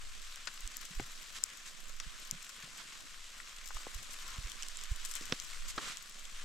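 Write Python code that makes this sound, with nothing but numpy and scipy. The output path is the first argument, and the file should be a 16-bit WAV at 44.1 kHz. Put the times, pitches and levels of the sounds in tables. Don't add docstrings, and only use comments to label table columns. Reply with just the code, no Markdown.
import sys
import numpy as np
from scipy import signal
from scipy.fft import rfft, irfft, next_fast_len
from scipy.io import wavfile
from scipy.ndimage import uniform_filter1d, map_coordinates

SR = 44100
rng = np.random.default_rng(int(sys.argv[2]) if len(sys.argv) > 2 else 0)


def file_out(sig):
    cols = np.atleast_2d(sig).T
    lim = np.clip(cols, -1, 1)
    pcm = np.round(lim * 32767).astype(np.int16)
    wavfile.write(sys.argv[1], SR, pcm)


N = 284312

# frequency in Hz, relative density in dB per Hz.
CRUMB_SPECTRUM = [(500, -18), (700, -11), (860, -12.5), (1050, -1), (1380, 0.5), (1800, 0), (2500, 0),
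                  (3400, 0.5), (4600, -2), (6200, -2.5), (7700, -2), (9000, -9), (10500, -15), (12000, -13),
                  (15800, -33)]


def amp(db):
    return 10 ** (np.asarray(db) / 20)


def unit(x):
    return x / np.sqrt(np.mean(x ** 2) + 1e-20)


def along(points, hz):
    f, v = np.transpose(points)
    return np.interp(np.log(hz + 1), np.log(f + 1), v)


def curves(rows):
    s, *columns = np.transpose(rows)
    return [np.interp(np.arange(N) / SR, s, column) for column in columns]


def wobble(rate):
    knots = rng.standard_normal(int(N * rate / SR) + 4)
    return map_coordinates(knots, [np.arange(N) * rate / SR])


def filtered(x, response):
    n = x.shape[-1]
    m = next_fast_len(n + 4096)
    return irfft(rfft(x, m) * response(np.fft.rfftfreq(m, 1 / SR)), m)[..., :n]


def resonance(f, hz, width):
    return 1j * f * width / (hz * hz - f * f + 1j * f * width)


def casing(f):
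    # frequency in Hz, bandwidth in Hz, relative level in dB.
    mode_table = [(3030, 610, -7.5), (5560, 940, -3), (7470, 1090, 0.5), (11200, 1460, -12.5),
                  (11880, 560, -6)]
    modes = 0
    for k, (hz, width, db) in enumerate(mode_table):
        modes = modes + (-1) ** k * amp(db) * resonance(f, hz, width)
    return modes * amp(along([(1500, -9), (2400, -6), (3100, 0)], f))


def pan(lean_db):
    gains = amp(np.array([np.atleast_1d(lean_db), -np.atleast_1d(lean_db)]) / 2)
    return gains / np.sqrt(np.mean(gains ** 2, axis=0))


def right_port(f, edge_hz=8800):
    return np.array([np.ones_like(f), 1 / np.sqrt(1 + (f / edge_hz) ** 12)])


def add(out, s, x):
    i = max(round(s * SR), 0)
    out[:, i:i + x.shape[1]] += x[:, :max(N - i, 0)]


def impacts(rate, spread_db, life):
    sizes = amp(spread_db * np.clip(rng.standard_normal((2, N)), -2.5, 2.5))
    strikes = (rng.random((2, N)) < rate / SR) * sizes ** 2
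    energy = signal.lfilter([1], [1, -np.exp(-2 / (life * SR))], strikes)
    return unit(np.sqrt(energy) * rng.standard_normal((2, N)))


def spread(pair, spectrum):
    # frequency in Hz, left-right correlation before the level lean.
    likeness = [(100, 0.74), (500, 0.51), (1300, 0.65), (3000, 0.52), (7000, 0.8), (12000, 0.56)]
    # frequency in Hz, left-right level difference in dB.
    port_lean = [(200, -4), (700, 1.5), (1300, 2.5), (2400, 2), (4400, 1.5), (8000, 1), (10000, 8.5),
                 (12000, 14)]

    def mid_side(f):
        turn = np.arccos(np.clip(along(likeness, f), -1, 1)) / 2
        return amp(along(spectrum, f)) * np.array([np.cos(turn), np.sin(turn)])

    mid, side = filtered(pair, mid_side)
    stereo = np.array([mid + side, mid - side])
    return unit(filtered(stereo, lambda f: pan(along(port_lean, f))))


def patchy(pair, depth_db):
    z = signal.stft(pair, nperseg=512)[2]
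    field = rng.standard_normal(z.shape[1:])
    field = uniform_filter1d(field, size=24, axis=0)
    field = uniform_filter1d(field, size=8, axis=1)
    return signal.istft(z * amp(depth_db * unit(field)), nperseg=512)[1][:, :N]


def air():
    # time in seconds, relative level in dB.
    draught = [(0.0, -52), (0.97, -61), (1.11, -56.5), (1.56, -66), (1.98, -51.5), (2.48, -60.5),
               (3.95, -56), (4.63, -54.5), (5.19, -56), (5.66, -50), (6.05, -62), (6.45, -50)]
    # frequency in Hz, relative density in dB per Hz.
    rumble_spectrum = [(4, -67), (12, 9.5), (22, -17), (40, -16.5), (70, -33.5), (140, -58), (400, -90)]
    # time of the swing in seconds, relative level in dB, swing rate in Hz.
    puffs = [(0.651, -37, 21.7), (0.98, -34.5, 25.5), (2.071, -46.5, 30.2), (3.755, -39, 22.6),
             (3.96, -39.5, 40), (4.389, -38, 55), (4.453, -37, 32), (4.92, -29.5, 48.2)]
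    gain_db, eddy_db = 6.5, 2
    draught_db, = curves(draught)
    rumble = spread(rng.standard_normal((2, N)), rumble_spectrum)
    out = rumble * amp(draught_db + gain_db + eddy_db * wobble(6))
    port_delay_s = np.array([[0], [0.001]])
    for s, db, hz in puffs:
        u = 2 * np.pi * hz * (np.arange(N) / SR - s - port_delay_s)
        out += amp(db + 6) * u / (1 + u * u / 6) ** 3 * pan(-4.5)
    return out


def drumming(fall_db):
    # time of the peak in seconds, level in dB, half length in seconds.
    slumps = [(1.843, -68, 0.056), (2.736, -67, 0.1), (4.277, -72, 0.3), (5.318, -56.5, 0.025),
              (5.836, -60.5, 0.062)]
    ground_db, grows = -71, 0.26
    t = np.arange(N) / SR
    power = amp(ground_db + grows * (fall_db - np.mean(fall_db))) ** 2
    for s, db, half in slumps:
        power = power + amp(db) ** 2 * np.exp(-((t - s) / half) ** 2)
    return 10 * np.log10(power)


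def shower(hiss_db, ground_db):
    # frequency in Hz, relative density in dB per Hz.
    ground_spectrum = [(55, -29), (115, -8), (165, 3), (260, -1), (400, -4), (520, -1), (850, -7.5),
                       (1300, -32), (2200, -67)]
    far = rng.standard_normal((2, N))
    near = impacts(rate=1200, spread_db=6.5, life=0.0026)
    crumbs = patchy(far + amp(-1.0) * near, depth_db=1.0)
    hiss = spread(crumbs, CRUMB_SPECTRUM) * amp(hiss_db + 0.51 * wobble(25.45))
    lumps = patchy(impacts(rate=300, spread_db=2, life=0.0028), depth_db=1.0)
    return hiss + spread(lumps, ground_spectrum) * amp(ground_db)


def crackle(hiss_db):
    snaps = impacts(rate=150, spread_db=5.5, life=0.00025)
    return spread(snaps, CRUMB_SPECTRUM) * amp(hiss_db - 14)


def sprays():
    # time of the peak in seconds, level in dB,
    # Gaussian rise time in seconds, relative left-right lean in dB, treble tilt in dB per octave (1 to 10 kHz).
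    powder_loads = [(0.826, -50.5, 0.02, 1, -1), (1.371, -44.5, 0.019, -6, 0.5),
                    (1.68, -48.5, 0.019, -3, 1), (2.805, -47.5, 0.018, -13, -2),
                    (4.137, -48, 0.011, 18, 12), (4.34, -55.5, 0.087, 1, -8.5),
                    (5.059, -41.5, 0.0057, 14, 8), (5.11, -51, 0.025, 10, 11), (5.166, -42, 0.013, 2, 1),
                    (5.704, -42, 0.015, -7, 4), (5.889, -42.5, 0.072, -6, -1)]
    fall_ratio = 0.57
    out, t = np.zeros((2, N)), np.arange(-SR // 6, SR // 6) / SR
    powder = spread(impacts(rate=4400, spread_db=2.0, life=0.00064), CRUMB_SPECTRUM)
    for s, db, rise, lean_db, tilt_db in powder_loads:
        grains = powder[:, round(s * SR):][:, :len(t)]
        tilt = lambda f: amp(tilt_db * np.log2(np.clip(f, 1000, 10000) / 1000))
        grains = unit(filtered(grains, tilt))
        swell = np.exp(-(t / np.where(t < 0, rise, fall_ratio * rise)) ** 2 / 2)
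        add(out, s + t[0], amp(db) * grains * swell * pan(lean_db + 3.5))
    return out


def loads():
    # start in seconds, length in seconds, relative patter level in dB.
    drifts = [(0.148, 1.15, -61.5), (3.648, 0.7, -58.5), (5, 0.32, -54.5), (5.95, 0.12, -62)]
    attack_s, fade_db_per_s = 0.023, 27
    t = np.arange(N) / SR
    power = amp(-66) ** 2
    for s, length, db in drifts:
        arrived = np.clip((t - s) / attack_s, 0, 1)
        thinning_db = fade_db_per_s * np.maximum(t - s - length, 0)
        power = power + (arrived * amp(db - thinning_db)) ** 2
    return 10 * np.log10(power)


def patter(patter_db):
    rate_per_s, size_spread_db, grows = 130, 10.5, 0.4
    thick_db = patter_db - np.mean(patter_db)
    near, apart = impacts(rate=rate_per_s * amp(thick_db), spread_db=size_spread_db, life=0.0039)
    ports = np.array([near, 0.28 * near + 1.2 * apart]) * pan(10)
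    fine = lambda f: amp(along([(5000, -1.5), (8500, -4.0), (12000, 1), (15500, 2)], f))
    grains = unit(filtered(ports, lambda f: casing(f) * fine(f) * right_port(f)))
    return grains * amp(np.mean(patter_db) + grows * thick_db + 2)


def pat(db, hz, width, length, lean_db):
    t = np.arange(SR // 8) / SR
    own = rng.standard_normal((3, len(t)))
    push_and_crumbling = 0.76 + own[2] + 0.26 * own[:2]
    force = push_and_crumbling * (1 - np.exp(-t / 0.0002)) * np.exp(-(t / length) ** 1.05)
    soft = lambda f: 1 / np.sqrt(1 + (f / 7800) ** 8)
    sound = filtered(force, lambda f: resonance(f, hz, width) ** 2 * soft(f))
    return amp(db + 0.9) * unit(sound) * np.sqrt(length / t[-1]) * pan(lean_db)


def clumps():
    # start in seconds, relative level in dB, pitch in Hz, left-right difference in dB.
    soft_pats = [(0.906, -55, 170, -9), (1.008, -52.5, 112, 3), (2.062, -59, 150, 6),
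                 (2.325, -50.5, 174, -7), (2.636, -58.5, 145, 1), (3.035, -63, 220, -4),
                 (3.401, -40, 1780, 23), (3.7058, -43, 1190, 5), (3.768, -42.5, 1320, 6),
                 (3.981, -61.5, 112, -7), (4.382, -54, 143, -14), (4.456, -60, 135, 15),
                 (5.211, -52.5, 269, -9)]
    # start in seconds, relative levels of thud, crunch and crack in dB,
    # thud pitch in Hz, crunch pitch in Hz, break-up time in seconds, left-right difference of the crunch in dB.
    firm_clumps = [(0.4721, -65, -38, -39, 330, 1650, 0.0072, 10.5),
                   (0.997, -41.5, -43, -40.5, 290, 706, 0.004, 7),
                   (2.0, -66, -46.5, -45.5, 400, 1690, 0.0066, 7),
                   (3.8678, -43, -34.5, -51, 473, 950, 0.00038, 5),
                   (5.323, -34.5, -31.5, -27, 240, 1260, 0.0025, -4.5),
                   (5.778, -44, -34.5, -42.5, 326, 1210, 0.0074, 0)]
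    pat_cycles = 3.5
    pat_width, crunch_width, crack_width, thud_width = 0.59, 0.82, 0.81, 1.37
    crack_ratio = 2.9
    settle_s, thud_lag_s = 0.02, 0.001
    out = np.zeros((2, N))
    for s, db, hz, lean_db in soft_pats:
        add(out, s, pat(db, hz, pat_width * hz, pat_cycles / hz, lean_db))
    for s, thud_db, crunch_db, crack_db, thud_hz, crunch_hz, length, lean_db in firm_clumps:
        crack_hz = crack_ratio * crunch_hz
        thud_s = np.sqrt(length * settle_s)
        add(out, s, pat(crack_db, crack_hz, crack_width * crack_hz, 0.92 * length, 1.2 * lean_db))
        add(out, s, pat(crunch_db, crunch_hz, crunch_width * crunch_hz, length, lean_db))
        add(out, s + thud_lag_s, pat(thud_db, thud_hz, thud_width * thud_hz, thud_s, lean_db=2.0))
    return out


def ticks():
    # start in seconds, relative level in dB,
    # left-right difference in dB (on top of the duller right port), relative treble over body in dB.
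    icy_grains = [(0.3584, -44.5, -5, 4), (0.6755, -40.5, 1, 7), (0.7684, -37.5, 20, 22),
                  (1.438, -24, 11, 5.5), (2.0002, -37.5, 7, -8.5), (2.311, -32, 20, 12),
                  (4.5178, -42, 11, -3), (4.6241, -38.5, -8, -6), (4.6314, -38.5, 7, -8),
                  (4.6849, -41.5, -2, 3), (4.771, -40.5, -6, 16), (4.8123, -44, 0, -3), (4.837, -43, 4, 4),
                  (5.0502, -38.5, 11, 12), (5.138, -41, 9, 7), (5.1532, -36, 7, 27), (5.3996, -38, 5, -1),
                  (5.9712, -41, 8, 0), (6.2533, -45.5, 3, -6)]
    lead = 64
    out, t = np.zeros((2, N)), np.arange(1024) / SR
    decay = amp(-60 * t / 0.0035) + amp(-23 - 60 * t / 0.013)
    shatter = (1 - np.exp(-t / 0.0003)) * decay
    for s, db, lean_db, bright_db in icy_grains:
        own = rng.standard_normal((3, len(t)))
        force = (own[2] + 0.86 * own[:2]) * shatter
        force[:, round(0.0005 * SR)] += 1.7
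        force = np.pad(force, ((0, 0), (lead, 0)))
        tilt = lambda f: amp((bright_db - 4) * along([(3500, -0.7), (7500, 0.3), (13000, 0.45)], f))
        ring = filtered(force, lambda f: casing(f) * tilt(f) * right_port(f))
        add(out, s - lead / SR, amp(db - 7.5) * unit(ring) * pan(lean_db))
    return out


def scene():
    # time in seconds, strength in dB.
    shower_strength = [(0, -53.5), (0.3, -53), (1.3, -52), (1.5, -53.5), (2.02, -54.5), (2.25, -52.0),
                       (2.5, -53.5), (2.8, -51.5), (3.08, -54), (3.6, -53), (3.78, -50), (4.03, -52),
                       (4.3, -49.5), (4.52, -51.5), (5.1, -49.5), (5.68, -51), (6.15, -54), (6.45, -51)]
    fall_db, = curves(shower_strength)
    hiss_db = fall_db + 1.06
    background = air() + shower(hiss_db, drumming(fall_db)) + crackle(hiss_db)
    return background + sprays() + patter(loads()) + clumps() + ticks()


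def record(dry):
    return filtered(dry, lambda f: f < 15850)


dry = scene()
out = record(dry)
file_out(out)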